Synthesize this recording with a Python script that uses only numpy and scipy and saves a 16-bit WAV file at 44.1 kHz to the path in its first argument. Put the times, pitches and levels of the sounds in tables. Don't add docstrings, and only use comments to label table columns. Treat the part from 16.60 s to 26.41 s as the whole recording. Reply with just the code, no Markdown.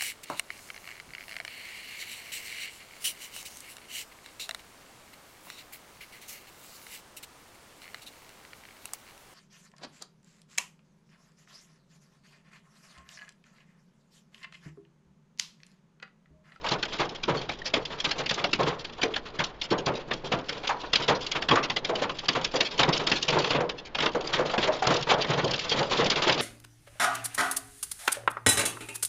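import sys
import numpy as np
from scipy import signal
from scipy.fft import rfft, irfft
from scipy.io import wavfile

SR = 44100
rng = np.random.default_rng(int(sys.argv[2]) if len(sys.argv) > 2 else 0)


def store_pcm(level_fs):
    pcm = np.round(np.clip(level_fs, -1, 1) * 32767).astype(np.int16)
    wavfile.write(sys.argv[1], SR, np.atleast_2d(pcm).T)


N = 432621

# f/Hz, density/dB
WASH_SPECTRUM = [(24, 19), (34, -9.5), (47, 19), (64, 4.5), (450, 7.5), (1800, -4.5), (4000, -12),
                 (7000, -32)]
# t/s, level/dB
DOWNPOUR = [(0, 2.5), (2.7, -6), (4.2, 1), (5, -2), (6.9, 7), (7.25, -21.5), (7.6, 0.5), (9.8, 9)]
# f/Hz, density/dB
GLASS_MODES = [(60, -22), (140, -8.5), (900, -7.5), (2000, -6), (3250, 0), (4050, -6), (4800, -6.5),
               (7000, -23)]
ROOF_MODES = [(60, -19), (105, -8.5), (142, 6), (215, -4.5), (275, -1.5), (470, 4), (740, -1.5), (980, 0),
              (1800, -9), (3400, -10.5), (7000, -28.5)]
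# f/Hz, t60/s
GLASS_T60 = [(300, 0.23), (1700, 0.077), (5500, 0.027)]
ROOF_T60 = [(200, 0.42), (900, 0.35), (4000, 0.082)]
# t/s, level/dB, pitch of the spot struck f/Hz
BONNET_HITS = [(0.044, -31.5, 935), (2.434, -27, 444.5), (2.8, -32.5, 1055), (4.091, -26, 966),
               (4.956, -21.5, 1180), (5.294, -25.5, 499), (5.941, -27.5, 516), (7.005, -25.5, 484),
               (7.549, -26.5, 483), (7.79, -23, 512), (7.937, -28, 703), (8.074, -23, 620),
               (8.223, -26, 749), (8.514, -22, 592), (9.205, -27.5, 560)]
# t/s, level/dB, hardness as treble tilt/(dB/octave)
ROOF_HITS = [(0.115, -29.5, 1.5), (0.397, -28, 1.5), (0.682, -25, -0.5), (1.152, -31.5, 1),
             (1.444, -29.5, 5), (1.584, -32, 4), (1.779, -33, 2.5), (1.994, -26.5, -0.5),
             (2.067, -28.5, 1.5), (3.114, -25.5, -4), (3.268, -25.5, -1.5), (3.72, -27, 0.5),
             (4.396, -35.5, 2), (4.485, -22, 2), (4.752, -31, 2.5), (4.902, -30, -3), (4.919, -26, -1.5),
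             (5.419, -29.5, 1), (5.752, -28.5, 2.5), (6.194, -21.5, 3.5), (6.28, -27, -1),
             (6.725, -27.5, 1.5), (6.757, -27, -2.5), (6.947, -25, -1), (7.425, -28.5, 2),
             (7.731, -27, 5.5), (8.028, -27.5, 4.5), (8.272, -26, -2), (8.304, -24.5, 2), (8.493, -23, 4.5),
             (8.699, -26, 0), (8.777, -29.5, 1.5), (8.835, -29, -11), (9.175, -30, 1.5),
             (9.315, -28.5, 4.5), (9.387, -25.5, -0.5), (9.624, -28, 6), (9.671, -24, 2.5)]
# t/s, level/dB
SPLATS = [(0.765, -28.5), (1.054, -21), (1.486, -28), (2.19, -32.5), (3.03, -25.5), (3.1, -22.5),
          (3.178, -27), (3.35, -29), (3.65, -30), (4.2, -33.5), (4.42, -22.5), (4.545, -26), (4.613, -28),
          (5.028, -19.5), (5.95, -19), (6.047, -22), (6.105, -30), (6.325, -17), (6.553, -19.5),
          (6.815, -26.5), (7.175, -32.5), (7.25, -34.5), (8.12, -26), (8.605, -19.5), (9.11, -17.5),
          (9.37, -20)]
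# t/s, level/dB, hardness as treble tilt/(dB/octave)
GLASS_HITS = [(0.065, -24, -2), (0.088, -24.5, 6), (0.118, -21, 2.5), (0.229, -19.5, 1),
              (0.336, -29.5, 1.5), (0.635, -23, 2), (0.815, -32, 3), (0.892, -22.5, -4),
              (1.139, -13.5, -0.5), (1.253, -26.5, 3.5), (1.402, -23.5, 6), (1.512, -17.5, 3.5),
              (1.661, -23, 1), (1.694, -19, 4), (1.71, -19, 0), (1.742, -24.5, 8), (1.842, -16, -3),
              (1.932, -14.5, 1.5), (2.031, -26.5, 4), (2.248, -28, 1), (2.417, -23, 0), (2.431, -16.5, 0.5),
              (2.54, -25.5, -1), (2.562, -21, -1.5), (2.791, -20.5, -2), (2.802, -19.5, -5.5),
              (2.84, -20, 10), (3.016, -22, 3.5), (3.262, -22.5, 7.5), (3.512, -19.5, -7.5),
              (3.535, -27, 7), (3.722, -21, -1.5), (3.893, -21.5, 1.5), (4.074, -20.5, 4), (4.334, -13, 2),
              (4.356, -12.5, 3), (4.481, -19, -0.5), (4.666, -25, 8), (4.717, -20, 4.5), (4.823, -22.5, -1),
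              (4.888, -15.5, -0.5), (4.911, -12, -6.5), (5.1, -18, -1.5), (5.165, -17.5, 1),
              (5.248, -20.5, 2.5), (5.355, -24, 3), (5.495, -23.5, -4), (5.588, -25.5, 5.5),
              (5.686, -12, 3), (5.846, -17, 6), (6.007, -13, 1.5), (6.232, -14.5, -2), (6.289, -26, 14),
              (6.375, -22.5, 18), (6.47, -15.5, 3.5), (6.517, -12, -0.5), (6.627, -18, 13),
              (6.684, -15.5, 5.5), (6.704, -22, 8), (6.906, -19, 1), (7.094, -23, 0.5), (7.35, -21.5, -0.5),
              (7.386, -20.5, -3.5), (7.404, -19.5, -2), (7.46, -15.5, -2.5), (7.609, -30.5, 4),
              (7.673, -26, 10), (7.897, -26, -2.5), (7.98, -18, -6.5), (8.27, -16, 6.5), (8.341, -23, 14),
              (8.366, -23, 9), (8.41, -28.5, 4), (8.645, -23, -5.5), (8.74, -27, -3), (8.845, -24, 11),
              (8.911, -22, 9), (8.938, -20, 0), (8.961, -30, 14), (8.993, -21.5, 9), (9.095, -20, 8),
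              (9.419, -22, -9), (9.457, -20, -4), (9.501, -15.5, 11), (9.517, -22, -0.5), (9.559, -20.5, 4),
              (9.695, -12.5, -3.5), (9.724, -18.5, 4)]

WASH_DB, GLASS_DB, STEEL_DB = -47, -4.5, 1.5
TICKS_DB, SPATTER_DB, TAPS_DB = -47, -53, -41.5
TICKS_PER_S, SPATTER_PER_S, TAPS_PER_S = 55, 110, 45
GLASS_GROWTH_DB_PER_DB = 1.7
GLASS_SPREAD_DB, ROOF_SPREAD_DB = 25, 30.5
RAIN_TILT_DB_PER_OCT = 4.7
BURST_S, CRUMBS_PER_S, CRUMB_TILT_DB_PER_OCT = 0.033, 700, 3.9
CRUMBS_DB = -15
BONNET_SLOPE_DB_PER_OCT = 8.5
NOTE_SHARE = 0.22
KNOCK_S, KNOCK_LENGTH_S, KNOCK_HZ, KNOCK_DB = 1.018, 0.0078, 1850, -30
LEAD_S = 0.012
EDGE_HZ = 7380


def gain_of(db):
    return np.exp(np.asarray(db) * (np.log(10) / 20))


def evened(x):
    return x / np.sqrt(np.mean(x ** 2, axis=-1, keepdims=True) + 1e-20)


def read(points, hz):
    f, value = np.transpose(points)
    return np.interp(np.log(hz + 1), np.log(f + 1), value)


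def add(mix, s, sound):
    part = mix[max(round(s * SR), 0):][:len(sound)]
    part += sound[:len(part)]


def wash():
    spectrum = rfft(rng.standard_normal(N))
    colour_db = read(WASH_SPECTRUM, np.fft.rfftfreq(N, 1 / SR))
    return evened(irfft(spectrum * gain_of(colour_db), N))


def edge_echoes(count, hz, depth_db, longest_s, order=4):
    delay, phase = rng.random((2, count, order, 1))
    ripples = np.cos(2 * np.pi * (hz * delay * longest_s + phase))
    return depth_db * ripples.sum(1) / np.sqrt(order)


def ring(colour_db, t60, rise_s, hold_s, crack, lumpy_db):
    count, size = len(colour_db), 2 * (colour_db.shape[1] - 1)
    t, hz = np.arange(size) / SR - LEAD_S, np.fft.rfftfreq(size, 1 / SR)
    dying_s = np.maximum(t - hold_s, 0)
    noise = rfft(rng.standard_normal((count, size)))
    modes = rfft(evened(irfft(noise * gain_of(colour_db))))
    centres_hz = np.geomspace(150, 6000, 6)
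    sound = 0
    for centre_hz, pick in zip(centres_hz, np.eye(len(centres_hz))):
        band = irfft(modes * read(np.c_[centres_hz, pick], hz))
        lumps = signal.resample(rng.standard_normal((count, size // 512)), size, axis=1)
        decay = np.exp(-np.log(1000) * dying_s / read(t60, centre_hz))
        sound = sound + band * gain_of(lumpy_db * lumps) * decay
    swell_s = rise_s * 2 ** rng.uniform(0.096, 1, (count, 1))
    onset = (1 + np.tanh(t / swell_s)) / 2
    first_wave = 1 + crack * np.exp(-abs(t) / hold_s)
    return sound * onset * first_wave


def strike_glass(tilt_db_per_oct, size=6144):
    hz = np.fft.rfftfreq(size, 1 / SR)
    octaves = np.log2(np.clip(hz, 1100, 6000))
    spot_db = edge_echoes(len(tilt_db_per_oct), hz, depth_db=4.0, longest_s=0.001451)
    colour_db = read(GLASS_MODES, hz) + np.outer(tilt_db_per_oct, octaves) + spot_db
    return ring(colour_db, GLASS_T60, rise_s=0.0017, hold_s=0.0046, crack=0.52, lumpy_db=0.0)


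def strike_roof(tilt_db_per_oct, size=16384):
    hz = np.fft.rfftfreq(size, 1 / SR)
    octaves = np.log2(np.clip(hz, 600, 4800))
    spot_db = edge_echoes(len(tilt_db_per_oct), hz, depth_db=2.0, longest_s=0.011)
    colour_db = read(ROOF_MODES, hz) + np.outer(tilt_db_per_oct, octaves) + spot_db
    return ring(colour_db, ROOF_T60, rise_s=0.0032, hold_s=0.018, crack=0.51, lumpy_db=2.5)


def burst(count, tilt_db_per_oct):
    t = np.arange(0, BURST_S, 1 / SR)
    force, chance = rng.random((2, count, len(t)))
    landed = chance < CRUMBS_PER_S / SR
    crumbs = (force - 0.5) * landed * np.sin(np.pi * np.sqrt(t / BURST_S))
    cracks = strike_glass(np.full(count, tilt_db_per_oct))
    return signal.fftconvolve(evened(crumbs) / np.sqrt(len(t)), cracks, axes=1)


def patter(spots, per_s, spread_db):
    out = np.zeros(N)
    for when, where, size in rng.random((round(per_s * N / SR), 3)):
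        spot = spots[int(where * len(spots))]
        add(out, when * N / SR, gain_of(spread_db * size ** 2) * spot)
    return evened(out)


def small_hail_and_rain(count=32):
    downpour_db = np.interp(np.arange(N) / SR, *np.transpose(DOWNPOUR))
    hardness = rng.standard_normal(count)
    ticks = patter(strike_glass(4 * hardness), TICKS_PER_S, GLASS_SPREAD_DB)
    spatter = patter(burst(count, RAIN_TILT_DB_PER_OCT), SPATTER_PER_S, GLASS_SPREAD_DB)
    taps = patter(strike_roof(2 * hardness), TAPS_PER_S, ROOF_SPREAD_DB)
    glass = gain_of(TICKS_DB) * ticks + gain_of(SPATTER_DB) * spatter
    return glass * gain_of(GLASS_GROWTH_DB_PER_DB * downpour_db) + taps * gain_of(TAPS_DB + downpour_db)


def knock():
    t = np.arange(0, KNOCK_LENGTH_S, 1 / SR)
    swell = np.sin(np.pi * np.sqrt(t / KNOCK_LENGTH_S))
    out = np.zeros(N)
    add(out, KNOCK_S, gain_of(KNOCK_DB) * swell * np.sin(2 * np.pi * KNOCK_HZ * t))
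    return out


def strike_bonnet(pitch_hz, size=16384):
    pitch_hz = pitch_hz[:, None]
    octaves = np.log2((np.fft.rfftfreq(size, 1 / SR) + 1) / pitch_hz)
    colour_db = -BONNET_SLOPE_DB_PER_OCT * abs(octaves)
    cluster = ring(colour_db, ROOF_T60, rise_s=0.0011, hold_s=0.0072, crack=0.26, lumpy_db=2.0)
    t = np.maximum(np.arange(size) / SR - LEAD_S, 0)
    decay = np.exp(-np.log(1000) * t / read(ROOF_T60, pitch_hz))
    note = np.sin(2 * np.pi * pitch_hz * t) * decay
    return np.sqrt(1 - NOTE_SHARE) * cluster + np.sqrt(2 * NOTE_SHARE) * note


def splat():
    return burst(len(SPLATS), CRUMB_TILT_DB_PER_OCT)


def shatter(tilt_db_per_oct):
    crack = strike_glass(tilt_db_per_oct)
    crumbs = burst(len(tilt_db_per_oct), CRUMB_TILT_DB_PER_OCT)
    crumbs = np.roll(crumbs, round(LEAD_S * SR / 2))
    return crack + gain_of(CRUMBS_DB) * crumbs[:, :crack.shape[1]]


def hail(rows, strike):
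    times, level_db, *colour = np.transpose(rows)
    out = np.zeros(N)
    for s, db, blow in zip(times, level_db, strike(*colour)):
        add(out, s - LEAD_S, gain_of(db) * blow)
    return out


def scene():
    background = gain_of(WASH_DB) * wash() + small_hail_and_rain()
    steel = hail(BONNET_HITS, strike_bonnet) + hail(ROOF_HITS, strike_roof)
    windshield = hail(SPLATS, splat) + hail(GLASS_HITS, shatter)
    blows = gain_of(STEEL_DB) * steel + gain_of(GLASS_DB) * windshield
    return (background + knock() + blows)[None]


def record(dry, ceiling=0.48):
    low_pass = signal.firwin(601, EDGE_HZ, window=("kaiser", 9), fs=SR)
    rounded = ceiling * np.tanh(dry / ceiling)
    return signal.oaconvolve(rounded, low_pass[None], "same")


dry = scene()
out = record(dry)
store_pcm(out)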